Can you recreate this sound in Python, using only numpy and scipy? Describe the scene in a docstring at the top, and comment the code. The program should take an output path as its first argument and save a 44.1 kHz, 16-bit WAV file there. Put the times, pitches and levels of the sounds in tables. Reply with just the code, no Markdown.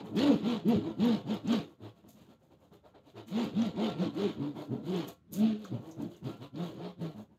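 """Friction rumbles in a corrugated cardboard box and hisses on packing tape, as a hand presses the tape down
with quick strokes in a bare room. Loose tape crackles and snaps as it sticks; jolts ring the panel.
Fingers crossing the ridges of the board make it hum at the crossing rate. Noise and clicks are the friction,
two-pole resonances are the box, feedback delays are the room; a low room tone lies beneath."""
import sys
import numpy as np
from scipy import signal
from scipy.fft import rfft, irfft, next_fast_len
from scipy.io import wavfile
from scipy.ndimage import uniform_filter1d

SR = 44100
rng = np.random.default_rng(int(sys.argv[2]) if len(sys.argv) > 2 else 0)


def boost_factor(decibels):
    """Convert a level in decibels to a linear amplitude factor."""
    exponent = np.asarray(decibels, float) / 20
    return 10 ** exponent


def master(y):
    """Save y as 16-bit WAV."""
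    cut = np.clip(np.atleast_2d(y).T, -1, 1)
    pcm = np.round(cut * 32767)  # scale
    wavfile.write(sys.argv[1], SR, pcm.astype(np.int16))


N = 325458
TIME = np.arange(N) / SR


def rms_one(x):
    """Scale to unit rms."""
    return x / np.sqrt(np.mean(x ** 2) + 1e-20)


def band(x, low_hz, high_hz):
    """Butterworth band-pass."""
    return signal.sosfilt(signal.butter(2, [low_hz, high_hz], "band", fs=SR, output="sos"), x)


def drift(per_s):
    """Slow random wander, unit rms: noise through a double one-pole low-pass."""
    r = np.exp(-2 * np.pi * per_s / SR)
    noise = rng.standard_normal(N + SR)
    return rms_one(signal.lfilter([1], [1, -2 * r, r * r], noise)[SR:])


def grains(per_s, spread_db):
    """Random clicks of uneven size and sign."""
    sizes = boost_factor(spread_db * np.minimum(rng.exponential(1, N), 4))
    signs = rng.choice([-1, 1], N)
    return sizes * signs * (rng.random(N) < per_s / SR)


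def coloured(x, spectrum, patchy_db=0):
    """Shape x by a spectrum joined on a log axis, to unit rms; narrow patches may flicker on their own."""
    hz, db = np.transpose(spectrum)
    octave = np.log2(np.arange(1, N // 2 + 2) * SR / N)
    shaped = rfft(x) * boost_factor(np.interp(octave, np.log2(hz), db))
    if not patchy_db:
        return rms_one(irfft(shaped, N))
    step = 0.125
    out = 0
    for centre in np.arange(9.2, 14.2, step):      # log2 Hz
        weight = np.clip(1 - abs(octave - centre) / step, 0, 1)
        out = out + irfft(shaped * weight, N) * boost_factor(patchy_db * drift(16))
    return rms_one(out)


def swells(top_s, rise_s, fall_s, top_db, roundness):
    """Level in dB of swells that rise to a top and fall away; their powers add."""
    depth_db = 20              # drop one rise before and one fall after the top
    rise_extra_roundness = 0.21      # a hand lands more abruptly than it lets go
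    t = TIME[::32, None] - top_s
    along = np.where(t < 0, -t / np.maximum(rise_s, 1e-3), t / np.maximum(fall_s, 1e-3))
    drop_db = depth_db * np.minimum(along, 5) ** (roundness + rise_extra_roundness * (t < 0))
    power = (boost_factor(top_db - drop_db) ** 2).sum(axis=1)
    return np.interp(TIME, TIME[::32], 10 * np.log10(power + 1e-14))


# passes of the hand, times before lead and stretch; the first row is no pass, only a short burst right at the
# start: # (top_s, rise_s, fall_s, hum_db, rumble_db, hiss_db, treble_db)
PASSES = [(-0.0, 0.08, 0.038, -35, -39, -53.5, -85), (0.069, 0.044, 0.062, -43, -45.5, -63, -71.5),
          (0.196, 0.039, 0.21, -28.5, -37.5, -39.5, -62), (0.332, 0.2, 0.065, -23.5, -35, -51, -68),
          (0.514, 0.11, 0.113, -27.5, -36.5, -44.5, -73), (0.726, 0.076, 0.11, -22, -41, -46.5, -70),
          (0.881, 0.075, 0.092, -34.5, -42, -57.0, -77), (1.047, 0.061, 0.096, -22.5, -40, -44.5, -64.0),
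          (1.123, 0.094, 0.11, -27, -37.5, -46.5, -67), (1.325, 0.07, 0.1, -31.5, -38.5, -48.5, -69),
          (1.533, 0.079, 0.12, -25, -36, -43.0, -63.5), (1.709, 0.088, 0.062, -69, -56.5, -73.0, -79),
          (1.857, 0.054, 0.074, -47, -47.5, -61.5, -74), (1.982, 0.04, 0.069, -66.0, -64, -75, -83),
          (2.089, 0.065, 0.052, -57.5, -62.5, -75, -85), (2.186, 0.05, 0.14, -56.0, -60.5, -68.5, -74.5),
          (2.321, 0.057, 0.052, -61.5, -57.5, -71, -80), (2.437, 0.051, 0.095, -68, -66, -82.0, -83.5),
          (2.532, 0.041, 0.047, -67, -58.5, -75.0, -84), (2.64, 0.071, 0.075, -83, -62.5, -77.5, -81),
          (2.738, 0.025, 0.075, -59.5, -58.5, -69, -78), (2.862, 0.031, 0.075, -74, -54.5, -73.5, -82),
          (2.956, 0.016, 0.072, -78, -53.5, -70.5, -88), (3.095, 0.058, 0.051, -79, -58, -68.5, -76.5),
          (3.184, 0.039, 0.079, -51, -45.5, -59, -76), (3.287, 0.019, 0.078, -59, -82.0, -62.5, -66),
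          (3.413, 0.11, 0.11, -29.5, -36.5, -44.5, -65), (3.634, 0.1, 0.11, -26.0, -40.0, -47.0, -71),
          (3.846, 0.1, 0.13, -30.5, -36.0, -45.0, -73), (4.03, 0.068, 0.094, -29.5, -36.5, -48.0, -72.0),
          (4.215, 0.086, 0.16, -38, -39, -48.5, -67), (4.279, 0.13, 0.064, -31, -42.5, -51, -96.0),
          (4.441, 0.074, 0.114, -31.5, -44.0, -58.0, -75), (4.593, 0.047, 0.099, -39, -41.5, -57.0, -66.5),
          (4.737, 0.052, 0.12, -34.5, -46.5, -65.5, -78), (4.891, 0.061, 0.18, -34.5, -45.5, -54, -67.5),
          (4.985, 0.1, 0.11, -35, -39, -46.5, -68), (5.095, 0.028, 0.054, -46.0, -48.5, -57.5, -62),
          (5.29, 0.081, 0.067, -65.5, -102.0, -94.0, -108.0), (5.341, 0.02, 0.091, -78, -56.5, -66, -52.0),
          (5.454, 0.11, 0.15, -25.5, -48, -50.5, -80), (5.651, 0.081, 0.1, -44.5, -55.5, -61, -71),
          (5.748, 0.041, 0.089, -33, -47.5, -61.5, -75), (5.875, 0.082, 0.12, -47.5, -50.5, -66.5, -71),
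          (6.025, 0.06, 0.11, -35, -48, -64.0, -73), (6.136, 0.045, 0.082, -52, -57.0, -66.5, -71.5),
          (6.28, 0.05, 0.12, -36.5, -45.5, -55.0, -67.5), (6.439, 0.042, 0.051, -42.5, -46, -56.5, -71),
          (6.579, 0.039, 0.079, -37.5, -53, -58.0, -84.0), (6.638, 0.082, 0.14, -36.5, -43.5, -54.0, -66.5),
          (6.861, 0.13, 0.087, -39.5, -43.5, -56.0, -76), (7.044, 0.054, 0.11, -34.0, -45.5, -56, -70.5),
          (7.205, 0.077, 0.054, -46.0, -50, -67.5, -73), (7.328, 0.04, 0.103, -65, -67, -87, -92)]


def pass_levels():
    """Each pass swells in hum, rumble, hiss and treble; the panel is loaded just before the skin slips."""
    hum_lead_s, rumble_lead_s = 0.024, 0.0095
    top_s, rise_s, fall_s, hum_top, rumble_top, hiss_top, treble_top = np.transpose(PASSES)
    hum_db = swells(top_s - hum_lead_s, 0.99 * rise_s, 0.96 * fall_s, hum_top, 1.82)
    rumble_db = swells(top_s - rumble_lead_s, 0.97 * rise_s, 0.97 * fall_s, rumble_top, 1.68)
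    hiss_db = swells(top_s, rise_s, fall_s, hiss_top, 1.79)
    treble_db = swells(top_s, 1.17 * rise_s, 1.17 * fall_s, treble_top, 1.79)
    return hum_db, rumble_db, hiss_db, treble_db


# strokes across the ridges; end_s may cut a stroke before top_s, or drop it if before start_s:
# (start_s, top_s, end_s, top_ridge_rate_hz, end_slowing_0_to_1, octave_db re fundamental)
STROKES = [(.14, 0.263, 0.355, 292.8, 0.55, -8), (0.417, 0.497, 0.59, 243.5, 0.37, -8.5),
           (0.631, 0.71, 0.76, 239.5, 0.47, -7.5), (0.815, 0.865, 0.89, 164.1, 0.28, 2),
           (0.969, 1.067, 1.18, 243.2, 0.48, -10), (1.262, 1.315, 1.356, 222.1, 0.39, -17),
           (1.453, 1.522, 1.595, 238.2, 0.42, -17), (1.807, 1.853, 1.9, 107.6, 0.07, -16),
           (3.142, 3.162, 3.27, 110.7, 0.12, -14), (3.29, 3.409, 3.45, 241.5, 0.42, -15.5),
           (3.53, 3.619, 3.69, 238.1, .45, -18), (3.76, 3.836, 3.9, 228.1, 0.31, -5),
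           (3.96, 4.027, 4.05, 190.2, .35, -16), (4.144, 4.229, 4.3, 205.1, 0.36, 2),
           (4.384, 4.443, 4.55, 147.3, 0.2, -1), (4.563, 4.599, 4.75, 147.2, 0.09, -1.5),
           (4.69, 4.724, 4.75, 133, 0.26, -6), (4.828, 4.916, 5.05, 185.8, 0.39, -2.5),
           (5.221, 5.27, 5.2, 203, 0.01, -24), (5.324, 5.442, 5.8, 220.5, 0.35, -14),
           (5.52, 5.602, 5.63, 216.9, 0.05, -7), (5.709, 5.74, 5.77, 125.1, 0.11, -5),
           (5.818, 5.888, 5.97, 160.5, 0, -5), (5.979, 6.021, 5.98, 115, 0.04, -3),
           (6.1, 6.132, 6.17, 175.6, 0.02, 11), (6.233, 6.262, 6.28, 135.1, .2, -12),
           (6.4, 6.44, 6.6, 140.6, 0.23, -3.5), (6.54, 6.622, 6.69, 176, 0.2, -9.5),
           (6.768, 6.846, 7.25, 180.7, .4, -14), (6.981, 7.045, 7, 154.4, 0.29, -7),
           (7.147, 7.205, 7.24, 111.3, 0.2, 4)]


def stroke_motion():
    """Ridge rate follows hand speed, an arch per stroke; share is the part of the low sound that hums."""
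    clear_share, hum_arch_db = 0.96, 2.5      # the hum is weaker at the slow ends
    rate_hz, share = np.full(N, 100.), np.zeros(N)
    octave_db, arch_db = np.zeros(N), np.zeros(N)
    for start_s, top_s, end_s, top_hz, slowing, second_db in STROKES:
        inside = (TIME >= start_s) & (TIME < end_s)
        t = TIME[inside] - top_s
        along = np.where(t < 0, t / (top_s - start_s), t / (end_s - top_s))
        rate_hz[inside] = top_hz * (1 - slowing * along ** 2)
        share[inside] = clear_share * np.minimum(1, 9 * (1 - abs(along)))
        octave_db[inside] = second_db
        arch_db[inside] = -hum_arch_db * along ** 2
    rate_hz, share, octave_db = uniform_filter1d([rate_hz, share, octave_db], size=301)  # a hand cannot jump
    return rate_hz, np.clip(share, 0, 1), octave_db, arch_db


# room tone spectrum, relative: (freq_hz, level_db_per_hz)
ROOM_TONE = [(18, -58), (30, -17), (70, 5), (199, 5), (554, -31), (721, -27), (889, -28.5), (1040, -20),
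             (16000, -49.5)]


def room_tone():
    """Steady, mostly low noise of the room."""
    return boost_factor(-67) * coloured(rng.standard_normal(N), ROOM_TONE)


BOX_BROAD_DB = -13.5
# panel and air modes: (freq_hz, width_hz, gain_db)
BOX = [(109.3, 12, -5.5), (164, 38, -2), (216.3, 28.3, 0.5), (290.6, 21.8, 3), (324.4, 28.5, 0),
       (414.3, 28.4, 0), (483, 15, -6.5), (523.6, 22, -3.5), (613.4, 24.4, -7.5), (692.3, 19.2, -2),
       (793, 25, -14), (827.5, 20, -9), (919, 40, -13), (1005, 17, -7), (1101, 7.9, -8.5), (1158, 52, -11),
       (1364, 6.6, -4)]


def box_modes():
    """Each mode as a two-pole resonance (b, a); neighbours alternate in sign."""
    for k, (hz, width_hz, db) in enumerate(BOX):
        r = np.exp(-np.pi * width_hz / SR)
        gain = (-1) ** k * boost_factor(db) * (1 - r * r) / 2
        yield gain * np.array([1, 0, -1]), [1, -2 * r * np.cos(2 * np.pi * hz / SR), r * r]


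def box(force, wander_db=0):
    """The panel answers a force with modes over a broad response; a moving hand couples to each unevenly."""
    out = boost_factor(BOX_BROAD_DB) * force
    for b, a in box_modes():
        coupling = boost_factor(wander_db * drift(6.9)) if wander_db else 1
        out = out + signal.lfilter(b, a, force * coupling)
    return out


def rumble(hum_db, rumble_db, left):
    """Rough friction shakes the panel modes, which ring on: low lumps and a middle roar."""
    lumps_db, roar_db = 2.5, 5      # gain from friction to the panel's answer
    lumps = rms_one(band(rng.standard_normal(N), 86, 327))
    rough = signal.lfilter([1], [1, -.9], grains(4000, 1.87))
    roar = rms_one(band(rough, 348, 1140))
    force = boost_factor(hum_db + lumps_db) * np.sqrt(left) * lumps
    force = force + boost_factor(rumble_db + roar_db + 0.99 * drift(33)) * roar
    return box(force, wander_db=3.0)


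# fingers on tape, relative: (freq_hz, level_db_per_hz)
HISS = [(650, -47), (1100, -1.5), (1470, -6), (1950, -8), (2760, -4), (3190, -1.5), (3860, -3),
        (4410, -7.5), (5400, -19.5), (6110, -22), (6680, -16), (7640, -26.5), (9770, -34), (13200, -29.5),
        (16000, -41.5)]


def hiss(hiss_db):
    """Dense fine grains of skin slipping on the tape."""
    level = boost_factor(hiss_db + 0.65 * drift(60))
    return level * coloured(grains(7000, 3.77), HISS, patchy_db=2.5)


def room(x):
    """Ten feedback delays, duller on every round."""
    t60_s, wall_cut_hz = 0.2, 11000
    size = next_fast_len(N + SR)
    turn = np.exp(-2j * np.pi * np.arange(size // 2 + 1) / size)      # one sample of delay
    dull = np.exp(-2 * np.pi * wall_cut_hz / SR)
    wall = (1 - dull) / (1 - dull * turn)
    answer = 0
    for k, lag in enumerate((rng.uniform(.012, .04, 10) * SR).astype(int)):
        loop = boost_factor(-60 * lag / SR / t60_s) * wall * turn ** lag
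        answer = answer + (-1) ** k * loop / (1 - loop)
    return irfft(rfft(x, size) * answer, size)[:N]


# crackle spectrum, relative: (freq_hz, level_db_per_hz)
CRACKLE = [(880, -56), (1500, -16), (3350, -5), (3620, 0), (5540, -5), (6690, 4), (8160, -5), (10000, -8),
           (12700, -1), (14200, -4), (16000, -7)]
# flurries where loose tape is pressed down: (top_s, fall_s, level_db)
FLURRIES = [(.164, .05, -58), (.687, 0.03, -58), (1.053, .04, -63), (1.339, .04, -67), (2.092, 0.085, -61),
            (2.738, .04, -83), (3.28, 0.039, -69), (3.45, .03, -62), (3.665, 0.019, -66), (4.147, .03, -68),
            (4.973, 0.029, -64), (5.085, 0.036, -54), (5.335, 0.074, -49.5), (5.65, .03, -72),
            (5.916, 0.031, -73), (6.023, .03, -64), (6.171, 0.027, -77), (7.018, .03, -69)]


def crackle(hiss_db, treble_db):
    """Loose tape ticks in clumps wherever the treble rises above plain friction, and in sudden flurries."""
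    friction_db = -22      # treble of plain friction re hiss
    top_s, fall_s, db = np.transpose(FLURRIES)
    excess = np.sqrt(np.maximum(boost_factor(2 * treble_db) - boost_factor(2 * (hiss_db + friction_db)), 0))
    flurry_db = swells(top_s, 0.015, fall_s, db, roundness=1.3)
    ticks = grains(6000 * boost_factor(3.4 * drift(59)), 4.2)
    return np.hypot(excess, boost_factor(flurry_db)) * coloured(ticks, CRACKLE)


# fingers catching on a seam or tapping the board: (start_s, level_db before push gain)
JOLTS = [(0.063, -34), (0.672, -36), (0.726, -27), (0.85, -35), (0.997, -33), (1.463, -42), (1.819, -40),
         (2.042, -39.5), (2.293, -54), (2.508, -63), (2.717, -44), (2.856, -41), (2.947, -56), (3.043, -49),
         (3.167, -37), (3.376, -34), (3.558, -32.5), (4.564, -37), (4.69, -47), (4.748, -43), (4.82, -43),
         (5.58, -45), (5.723, -38), (5.975, -40), (6.229, -41), (6.556, -42), (6.594, -27), (6.987, -51),
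         (7.148, -48)]


def jolts():
    """A soft, short push that sets the panel modes ringing."""
    push_gain_db = 29
    start_s, db = np.transpose(JOLTS)
    push = np.full(N, 1e-18)
    push[(start_s * SR).astype(int)] = boost_factor(db + push_gain_db)
    return box(band(push, 250, 900))


def ridge_hum(hum_db, rate_hz, share, octave_db, arch_db):
    """Ridge crossings drive the box at multiples of their rate; the hum partly follows the modes it sweeps."""
    wobble, flutter_db, scatter_rad = 0.0118, 1.57, 0.62
    third_db, fourth_db = -17, -26      # re fundamental
    follows_modes = 0.22      # 0 = level ignores the modes, 1 = follows fully
    phase = 2 * np.pi * np.cumsum(rate_hz * (1 + wobble * drift(40.0))) / SR      # unevenly spaced ridges
    grid_hz = np.arange(20, 1500, 4.)
    modes = sum(signal.freqz(b, a, grid_hz, fs=SR)[1] for b, a in box_modes())
    answer = abs(boost_factor(BOX_BROAD_DB) + modes) ** 2
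    answer = uniform_filter1d(answer, size=7)      # a quick glide only samples the modes broadly
    force, power = 0, 0
    for k, db in enumerate([0, octave_db, third_db, fourth_db], 1):
        level = boost_factor(db + flutter_db * k * drift(23))
        force = force + level * np.cos(k * phase + (k - 1) * scatter_rad * drift(22.4))
        power = power + boost_factor(2 * np.asarray(db)) / 2 * np.interp(k * rate_hz, grid_hz, answer)
    power = power * (np.median(power) / power) ** follows_modes
    return box(force * boost_factor(hum_db + arch_db) * np.sqrt(share / power))


# snaps of tape sticking down: (start_s, peak_db, centre_hz, t60_s)
SNAPS = [(0.165, -47, 5100, .04), (0.191, -39, 6400, 0.034), (.685, -42.5, 12800, 0.074),
         (1.002, -41, 3850, 0.03), (1.056, -42, 12610, .03), (1.148, -36.5, 4030, 0.034),
         (1.342, -46, 12550, .03), (1.475, -43.5, 6403, .05), (1.526, -38.5, 6547, .04),
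         (2.09, -52, 13000, 0.06), (2.738, -63, 12000, 0.059), (3.177, -64, 4024, .03),
         (3.272, -57, 6570, .05), (3.281, -60, 9000, .04), (3.443, -46, 12550, .03),
         (3.619, -41.5, 5960, .04), (3.666, -63, 12000, .03), (4.962, -43.5, 6690, .04),
         (4.972, -53, 12370, 0.045), (5.085, -39.5, 13130, .05), (5.1, -47, 11970, 0.027),
         (5.325, -43, 11970, 0.021), (5.332, -28.5, 12580, .02), (5.3398, -38, 7000, 0.022),
         (5.3386, -31, 12480, .02), (5.3444, -40, 6700, .03), (5.591, -59, 13070, .03),
         (5.641, -51, 3960, 0.14), (5.646, -52.5, 6510, 0.14), (5.647, -55, 12600, 0.045),
         (5.648, -43.5, 1240, 0.07), (5.911, -49.5, 6275, 0.12), (6.02, -55, 7000, .04),
         (6.165, -57, 6500, .05), (6.5583, -48, 3970, .04), (7.018, -58, 9100, 0.039)]


def snaps():
    """Each snap is a click with a dying burst of noise, around a pitch of its own."""
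    sharpness, length = 4.6, 6000      # Q of each resonance, samples
    out, t = np.zeros(N + length), np.arange(length) / SR
    for start_s, db, hz, t60_s in SNAPS:
        r = np.exp(-np.pi * hz / sharpness / SR)
        a = [1, -2 * r * np.cos(2 * np.pi * hz / SR), r * r]
        rattle = 6 * t60_s * rng.standard_normal(length)      # long snaps are more rattle than click
        burst = (rattle + (t == 0) * 3) * boost_factor(-60 * t / t60_s)
        for _ in range(2):      # twice through keeps the snap within its band
            burst = signal.lfilter([1, 0, -1], a, burst)
        first = int(start_s * SR)
        out[first:first + length] += boost_factor(db) * burst / abs(burst).max()
    return out[:N]


def scene():
    """The box close by, its echoes and the room tone."""
    hum_db, rumble_db, hiss_db, treble_db = pass_levels()
    rate_hz, share, octave_db, arch_db = stroke_motion()
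    near = rumble(hum_db, rumble_db, 1 - share) + hiss(hiss_db)
    near = near + crackle(hiss_db, treble_db) + jolts()
    near = near + ridge_hum(hum_db, rate_hz, share, octave_db, arch_db) + snaps()
    return (near + boost_factor(-16) * room(near) + room_tone())[None]


def low_pass(x):
    """Removes everything above the highest recorded frequency."""
    return signal.sosfilt(signal.butter(12, 16420, fs=SR, output="sos"), x)


def record(dry):
    """A small microphone loses the deep bass; the top is cut."""
    mic_cut_hz, top_cut_hz = 59, 16350
    x = signal.sosfilt(signal.butter(3, mic_cut_hz, "high", fs=SR, output="sos"), dry)
    x = signal.sosfilt(signal.cheby2(14, 60, top_cut_hz, fs=SR, output="sos"), x)
    return low_pass(x)


dry = scene()
out = record(dry)
master(out)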